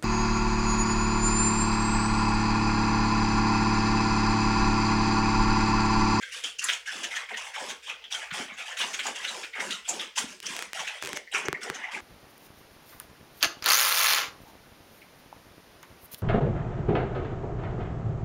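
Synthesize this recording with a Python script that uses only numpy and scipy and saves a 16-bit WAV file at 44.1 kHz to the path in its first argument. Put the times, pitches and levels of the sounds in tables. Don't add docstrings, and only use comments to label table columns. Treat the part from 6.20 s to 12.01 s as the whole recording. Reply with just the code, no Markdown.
import sys
import numpy as np
from scipy import signal
from scipy.fft import rfft, irfft, next_fast_len
from scipy.io import wavfile
from scipy.ndimage import uniform_filter1d

SR = 44100
rng = np.random.default_rng(int(sys.argv[2]) if len(sys.argv) > 2 else 0)


def inscribe(sig):
    pcm = np.round(np.clip(np.atleast_2d(sig).T, -1, 1) * 32767)
    wavfile.write(sys.argv[1], SR, pcm.astype(np.int16))


N = 256030
TIME = np.arange(N) / SR

# (time [s], length [s], crackle level [dB], squelch level [dB], slosh level [dB],
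# spray level [dB], mouth resonance [Hz])
JAW_STROKES = [(0, 0.099, -44.5, -86, -77, -53, 2260), (.11, 0.071, -38.5, -53.5, -70, -42.5, 2500),
               (0.226, 0.048, -38.5, -54.5, -59.5, -41.5, 3350),
               (0.411, 0.13, -37.5, -45, -60, -37.5, 2380), (0.651, 0.051, -38.5, -57, -69, -47, 1800),
               (0.703, 0.17, -41, -46.5, -51.5, -43.5, 3000), (0.9, 0.11, -36.5, -46, -69, -45.5, 2240),
               (1.08, 0.041, -39, -50, -54, -53.5, 1970), (1.156, 0.13, -42, -45.5, -76, -46, 2700),
               (1.331, 0.028, -36.5, -43.5, -62, -45.5, 2330), (1.377, 0.14, -44, -44, -49.5, -44, 2730),
               (1.619, 0.069, -48, -72, -70, -52.5, 3030), (1.659, .05, -40.5, -45, -56.5, -52, 2600),
               (1.8, 0.062, -54.5, -63, -70, -76, 2940), (1.9, 0.09, -41, -44.5, -62, -43.5, 3220),
               (2.004, 0.026, -37.5, -44.5, -67, -49, 1960), (2.122, 0.094, -36, -42.5, -47.5, -40, 2400),
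               (2.269, 0.054, -43.5, -49.5, -64, -71, 2450), (2.365, 0.058, -42, -45.5, -67, -48, 2700),
               (2.449, 0.073, -41, -45, -79, -47, 2540), (2.576, 0.054, -31.5, -40, -43.5, -37, 2600),
               (2.647, 0.16, -56, -45, -57, -43, 2300), (2.824, 0.071, -38, -43, -45, -40.5, 2370),
               (2.941, 0.13, -39, -48.5, -55.5, -46, 2500), (3.065, 0.17, -44, -46, -52.5, -42, 2870),
               (3.341, 0.077, -38.5, -40.5, -44, -52.5, 1900), (3.397, 0.093, -45, -43, -44, -42.5, 2220),
               (3.496, 0.028, -34, -41.5, -61, -38, 2960), (3.64, 0.046, -44, -85, -82, -53, 2900),
               (3.669, 0.1, -44, -45, -43.5, -41.5, 2920), (3.798, 0.013, -35, -42, -48.5, -41.5, 3260),
               (3.951, 0.061, -38, -42.5, -47.5, -36.5, 3100),
               (4.072, 0.052, -49.5, -57.5, -53.5, -47.5, 2640),
               (4.216, 0.076, -43.5, -50, -49.5, -49, 2820), (4.276, 0.16, -40.5, -44.5, -51, -42.5, 2430),
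               (4.534, .09, -39, -42.5, -58.5, -43, 2450), (4.632, 0.14, -41, -48, -86, -49.5, 2500),
               (4.806, 0.16, -42.5, -46, -46.5, -46.5, 2300), (5.109, 0.024, -38.5, -45, -62, -62, 2620),
               (5.125, 0.059, -35, -38.5, -45.5, -40, 2220), (5.216, 0.044, -41, -44, -41.5, -62, 2050),
               (5.325, 0.037, -55, -49, -44.5, -65, 2000), (5.404, .09, -41.5, -42, -43.5, -49, 2050),
               (5.53, 0.024, -40, -44.5, -45, -51, 2460), (5.58, 0.11, -42.5, -44.5, -81, -61, 1930),
               (5.705, 0.064, -40, -41, -47, -48, 2080)]
# (frequency [Hz], relative level [dB])
SPRAY_SPECTRUM = [(2500, -21), (4300, -5.5), (5300, -2.5), (6600, -4.5), (8000, -7), (10300, -11.5),
                  (11800, -21), (16000, -24)]


def amp(db):
    return 10 ** (np.asarray(db) / 20)


def unit(x):
    return x / np.sqrt(np.mean(x ** 2) + 1e-20)


def burst(x, span_s=.032):
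    return x / np.linalg.norm(x) * np.sqrt(span_s * SR)


def along(points, hz):
    frequencies, values = np.transpose(points)
    return np.interp(np.log(hz + 1), np.log(frequencies), values)


def add(track, start_s, x):
    start = max(round(start_s * SR), 0)
    track[start:start + len(x)] += x[:max(N - start, 0)]


def coloured(x, spectrum, size=4096):
    gain = amp(along(spectrum, np.fft.rfftfreq(size, 1 / SR)))
    cepstrum = irfft(np.log(gain))
    cepstrum[1:size // 2] *= 2
    cepstrum[size // 2 + 1:] = 0
    response = irfft(np.exp(rfft(cepstrum)))
    return signal.fftconvolve(x, response)[:len(x)]


def resonance(x, hz, q):
    return signal.lfilter(*signal.iirpeak(hz, q, SR), x)


def yard():
    # (frequency [Hz], relative level [dB])
    spectrum = [(20, -6), (40, 4), (54, 12.5), (75, 5.5), (180, -12.5), (310, -23), (450, 14), (1000, -30),
                (2500, -3.5), (5000, 6.5), (9000, -11.5), (16000, -13)]
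    return amp(-62) * unit(coloured(rng.standard_normal(N), spectrum))


def pen_reverberation(x, segments=24, delay_s=.004):
    # (frequency [Hz], reverberation time T60 [s])
    decay_times = [(150, 0.26), (320, 0.27), (550, 0.28), (2500, 0.33), (7000, 0.15), (15000, 0.097)]
    out = np.zeros(N)
    for k in range(segments):
        hz, t, noise = signal.stft(rng.standard_normal(SR // 3), SR, nperseg=256)
        decay = amp(-60 * t / along(decay_times, hz)[:, None])
        tail = signal.istft(noise * decay, SR, nperseg=256)[1]
        start, end = k * N // segments, (k + 1) * N // segments
        add(out, start / SR + delay_s, signal.fftconvolve(x[start:end], tail / np.linalg.norm(tail)))
    return out


def clicks(snap_hz=1000, db_per_octave=17, edge_hz=7000, knock_hz=394, thump_hz=150):
    # (time [s], snap gain [dB], knock gain [dB])
    contacts = [(4.2027, -23, -47), (4.2288, -26, -41), (4.336, -26, -38), (4.3656, -16, -46),
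                (4.3916, -15, -50), (4.4245, -14.5, -50), (4.5328, -15, -52), (4.8254, -14, -51),
                (4.8372, -21, -26.5), (4.8498, -18.5, -29), (4.8598, -19, -50), (4.8734, -17, -33),
                (4.8915, -21.5, -31), (4.9315, -14, -25.5), (4.9727, -14.5, -36), (5.2845, -7.5, -11),
                (5.3289, -9.5, -18.5), (5.5003, -10.5, -19.5)]
    out, t = np.zeros(N), np.arange(SR // 25) / SR
    ring = lambda hz, life: np.sin(2 * np.pi * hz * t) * np.exp(-t / life)
    highpass = signal.butter(2, 260, "high", fs=SR)
    knock = ring(knock_hz, .0031) * (1 - np.exp(-t / .0018))
    thump = amp(-19) * ring(thump_hz, .01)
    for start, snap_db, knock_db in contacts:
        hz = min(snap_hz * 2 ** (-snap_db / db_per_octave), SR / 4)
        snap = amp(snap_db) * ring(hz * np.exp(.1 * rng.standard_normal()), .65 / hz)
        edge = min(2 * amp(snap_db), amp(-11)) * ring(edge_hz, .00006)
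        crack = signal.lfilter(*highpass, snap - edge)
        add(out, start, crack + amp(knock_db) * (knock + thump))
    return out


def plops(attack_s=.0029, decay_s=.0047):
    # (time [s], frequency [Hz], gain [dB])
    pockets = [(.02, 517, -45.5), (.082, 510, -45), (0.163, 497, -39.5), (.238, 480, -34.5),
               (0.256, 290, -42), (0.516, 390, -51), (0.754, 260, -33), (0.852, 297, -40),
               (1.422, 300, -33.5), (2.121, 168, -29.5), (2.2, 251, -24.5), (2.32, 232, -37.5),
               (2.865, 350, -44), (3.712, 270, -34), (4.041, 250, -22.5), (4.302, 226, -31),
               (4.601, 206, -41), (5.143, 413, -26), (5.252, 378, -26.5), (5.386, 500, -38)]
    out, t = np.zeros(N), np.arange(SR // 10) / SR
    envelope = (1 - np.exp(-t / attack_s)) * np.exp(-t / decay_s)
    for start, hz, db in pockets:
        add(out, start, amp(db) * np.sin(2 * np.pi * hz * t) * envelope)
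    return out


def bubbles(starts, hz, strength, cycles):
    life = (cycles / hz)[:, None]
    t = np.arange(int(min(7 * np.median(life), .06) * SR) + 2) / SR
    envelope = t / life * np.exp(-t / life) * (1 - t / t[-1])
    rings = np.sin(2 * np.pi * hz[:, None] * t) * envelope * strength[:, None] / np.sqrt(life)
    index = (starts[:, None] * SR).astype(int) + np.arange(len(t))
    return np.bincount(index.ravel(), rings.ravel())


def slurps(bubbles_per_s=600):
    # (time [s], length [s], first frequency [Hz], last frequency [Hz], level [dB])
    sucks = [(0.411, .06, 1760, 1080, -43.5), (0.68, .031, 1560, 1580, -44),
             (0.978, .06, 1530, 1060, -47.5), (1.104, 0.026, 850, 485, -45.5), (1.349, .04, 1790, 905, -43),
             (1.372, .065, 990, 565, -42), (1.908, .025, 1390, 835, -65), (2.108, .11, 1530, 650, -44.5),
             (2.601, 0.046, 1430, 827, -39), (2.852, 0.036, 1220, 726, -39), (3.097, .09, 1200, 460, -48),
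             (3.349, .09, 1630, 710, -44), (3.677, .06, 950, 657, -45), (3.973, .022, 1060, 990, -37.5),
             (4.57, .042, 1550, 923, -41.5), (5.135, .035, 1570, 1300, -34)]
    out = np.zeros(N)
    for start, length, first_hz, last_hz, db in sucks:
        count = int(length * bubbles_per_s) + 2
        progress = (np.arange(count) + rng.random(count)) / count
        scatter = .06 + .24 * np.log(first_hz / last_hz)
        hz = first_hz * (last_hz / first_hz) ** progress * np.exp(scatter * rng.standard_normal(count))
        rush = bubbles(progress * length, hz, amp(4 * rng.standard_normal(count)), cycles=2.6)
        add(out, start, amp(db) * unit(rush))
    return out


def tearing(swell_s, fade_s, rate, spread_db):
    t = np.arange(SR // 8) / SR
    envelope = np.minimum(t / swell_s, 1) * np.exp(-np.maximum(t - swell_s, 0) / fade_s)
    impulses = (rng.random(len(t)) < rate / SR) * rng.choice([-1, 1], len(t))
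    volley = impulses * amp(spread_db * rng.standard_normal(len(t))) * envelope
    return volley / np.linalg.norm(volley)


def squeaks():
    # (time [s], swell [s], frequency [Hz], level [dB])
    jets = [(0.439, 0.0052, 7300, -33), (.439, 0.0041, 9900, -37), (2.325, 0.015, 6700, -57),
            (3.682, 0.01, 7030, -28.5), (3.975, 0.011, 7200, -34), (3.975, 0.011, 9200, -40),
            (5.115, .005, 8300, -54), (5.178, 0.0061, 8400, -46), (5.25, 0.0071, 6100, -43.5),
            (5.431, .007, 8100, -47.5), (5.54, 0.012, 6200, -44)]
    out = np.zeros(N)
    for start, swell, hz, db in jets:
        jet = tearing(swell, fade_s=1.2 * swell, rate=5700, spread_db=5.5)
        whistle = resonance(resonance(jet, hz, q=11), hz, q=2)
        add(out, start, amp(db) * burst(whistle))
    return out


def smacks(teeth_hz=6330, leak_db=-13):
    # (time [s], swell [s], level [dB], mouth resonance [Hz],
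    # relative spray level [dB], relative snap gain [dB])
    partings = [(.017, 0.016, -38, 1600, -15, -5), (.236, 0.0065, -32.5, 3150, -8, -19),
                (.383, 0.012, -35, 2770, -2, -17), (.483, 0.011, -25, 3340, -18, 4),
                (.523, .011, -35.5, 3120, -3, -10), (.665, 0.02, -35, 1600, -11, -20),
                (.826, 0.019, -34, 2960, -4, 0), (.948, .02, -34, 1830, -7, -4),
                (1.137, 0.0089, -36.5, 1860, -28, -6), (1.169, 0.0073, -37.5, 3070, -7, -11),
                (1.482, 0.026, -37.5, 3720, -3, 1), (1.687, 0.013, -36.5, 2510, -13, -12),
                (1.838, 0.0047, -44, 3230, -18.5, -14), (1.918, 0.0059, -36.5, 3570, -3, -26),
                (1.938, 0.01, -34.5, 3180, -7, -11), (2.103, 0.011, -38, 1410, -23, -12),
                (2.388, 0.016, -39.5, 2450, -15, -16), (2.513, 0.011, -42.5, 1780, -20, -13),
                (2.566, 0.0085, -38.5, 2750, -6.5, 2), (2.604, 0.013, -30.5, 3500, -13, 2),
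                (2.727, 0.02, -35, 2200, -3.5, 0), (2.786, 0.013, -31.5, 2230, -15, 3),
                (2.857, 0.013, -36, 1620, 0, -5), (2.953, 0.0093, -47.5, 2860, 0.5, -8),
                (3.03, 0.023, -33, 2870, -11.5, 1), (3.069, 0.017, -35.5, 3930, -15, -16),
                (3.226, 0.018, -38, 2460, -30, -5), (3.326, 0.012, -40.5, 2070, -28, -14),
                (3.394, 0.012, -33, 2020, -12, -8), (3.504, 0.005, -39.5, 3960, -7, -25),
                (3.791, 0.0058, -35.5, 3470, -11, -10), (3.973, .01, -30.5, 3220, -1, -5),
                (4.255, 0.012, -41.5, 3260, 5.5, -3), (4.585, 0.018, -37.5, 2970, -6, 2),
                (4.667, 0.012, -34.5, 2600, -10.5, -6), (4.954, 0.012, -42, 2070, 0, -13),
                (5.066, 0.0082, -49.5, 1980, -28, -22), (5.142, 0.0074, -27.5, 2450, -12, -31),
                (5.338, 0.01, -35.5, 2040, -35, -30), (5.428, 0.0049, -48.5, 1430, 5, -18),
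                (5.627, 0.017, -35, 2050, -23, -39), (5.737, 0.012, -37.5, 2260, -24, -39)]
    # (frequency [Hz], relative gain [dB])
    lip_spectrum = [(300, -34), (520, -16), (1000, -18), (1500, 2.5), (3300, 3), (4400, -7.5), (6000, -36),
                    (12000, -30.5)]
    out = np.zeros(N)
    for start, swell, db, mouth_hz, spray_db, snap_db in partings:
        film = tearing(swell, fade_s=.012, rate=3000, spread_db=3.5)
        ring = resonance(resonance(film, mouth_hz, q=5), mouth_hz, q=7)
        smack = coloured(amp(snap_db) * film + ring, lip_spectrum)
        jet = tearing(swell, fade_s=.0088, rate=2700, spread_db=1.5)
        gap_hz = teeth_hz * np.exp(.07 * rng.standard_normal())
        hiss = coloured(amp(leak_db) * jet + resonance(jet, gap_hz, q=9), SPRAY_SPECTRUM)
        add(out, start, amp(db) * (burst(smack) + amp(spray_db) * burst(hiss)))
    return out


def mouthing(x, depth_db):
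    spectra = signal.stft(x, nperseg=512)[2]
    ripple = uniform_filter1d(rng.standard_normal(spectra.shape), 4, axis=0)
    ripple = uniform_filter1d(ripple, 8, axis=1)
    return signal.istft(spectra * amp(depth_db * unit(ripple)), nperseg=512)[1][:N]


def mouth_cavity(x, hz, leak_db=-13):
    # (resonance [Hz], quality factor [1])
    shapes = [(1600, 3.2), (2100, 3.7), (2700, 1.85), (3350, 1.03)]
    centres = [centre for centre, _ in shapes]
    weights = [np.interp(hz, centres, row) for row in np.eye(len(shapes))]
    ring = sum(weight * unit(resonance(x, centre, q)) for weight, (centre, q) in zip(weights, shapes))
    return unit(amp(leak_db) * x + ring)


def froth(spectrum, rate, median_hz, cycles, ripple_db):
    count = int(rate * N / SR)
    strength = amp(2 * np.minimum(rng.exponential(size=count), 4))
    starts = rng.uniform(0, N / SR, count)
    hz = median_hz * np.exp(.4216 * rng.standard_normal(count))
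    grains = np.pad(bubbles(starts, hz, strength, cycles), (0, N))[:N]
    texture = coloured(mouthing(grains, ripple_db), spectrum)
    power = np.abs(uniform_filter1d(unit(texture) ** 2, SR // 32))
    return unit(texture / np.sqrt(power + .072))


def jaw_envelope(levels_db, timing):
    lag, attack, sag, release = timing
    power = np.zeros(N)
    for (start, length, *_), db in zip(JAW_STROKES, levels_db):
        t = TIME - start - lag
        rise = np.clip(t / attack, 0, 1)
        fall_db = sag * np.clip(t, 0, length) + release * np.maximum(t - length, 0)
        power += (rise * amp(db - fall_db)) ** 2
    return np.sqrt(power)


def chewing(glide_s=.042):
    # (frequency [Hz], relative level [dB])
    slosh_spectrum = [(60, -34), (130, -22.5), (190, -3), (310, -7.5), (420, -1), (600, 2.5), (900, -42),
                      (2000, -37)]
    squelch_spectrum = [(330, -31), (480, -8), (800, -1), (1300, -1.5), (1700, 4.5), (3500, -50)]
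    crackle_spectrum = [(700, -55.5), (1200, -7), (1550, -4), (2400, -5.5), (3300, -1), (3900, -5),
                        (4500, -26.5), (6000, -33), (12000, -106)]
    # (lag [s], attack [s], sag [dB/s], release [dB/s])
    slosh_timing = (0.0094, 0.066, 16, 267)
    squelch_timing = (.008, .018, 25, 260)
    crackle_timing = (.001, .013, 22, 210)
    spray_timing = (.002, .014, 25, 230)
    starts, _, crackle_db, squelch_db, slosh_db, spray_db, stroke_hz = np.transpose(JAW_STROKES)
    current_stroke = np.maximum(np.searchsorted(starts, TIME) - 1, 0)
    mouth_hz = uniform_filter1d(stroke_hz[current_stroke], int(glide_s * SR) + 1)
    slosh = froth(slosh_spectrum, rate=300, median_hz=330, cycles=1.8, ripple_db=4.5)
    squelch = froth(squelch_spectrum, rate=800, median_hz=950, cycles=2.8, ripple_db=5)
    crackle = froth(crackle_spectrum, rate=3000, median_hz=2400, cycles=1.4, ripple_db=3.8)
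    spray = froth(SPRAY_SPECTRUM, rate=5000, median_hz=7500, cycles=.5, ripple_db=2.6)
    return (jaw_envelope(slosh_db, slosh_timing) * slosh
            + jaw_envelope(squelch_db, squelch_timing) * squelch
            + jaw_envelope(crackle_db, crackle_timing) * mouth_cavity(crackle, mouth_hz)
            + jaw_envelope(spray_db, spray_timing) * spray)


def scene():
    pigs = chewing() + smacks() + squeaks() + slurps() + plops()
    return (yard() + amp(-9.5) * pen_reverberation(pigs) + clicks() + pigs)[None]


def record(dry, low_hz=45, top_hz=16300):
    thin = signal.sosfilt(signal.butter(3, low_hz, "high", fs=SR, output="sos"), dry)
    size = next_fast_len(N + SR // 2)
    passband = np.fft.rfftfreq(size, 1 / SR) < top_hz
    return irfft(rfft(thin, size) * passband, size)[:, :N]


dry = scene()
out = record(dry)
inscribe(out)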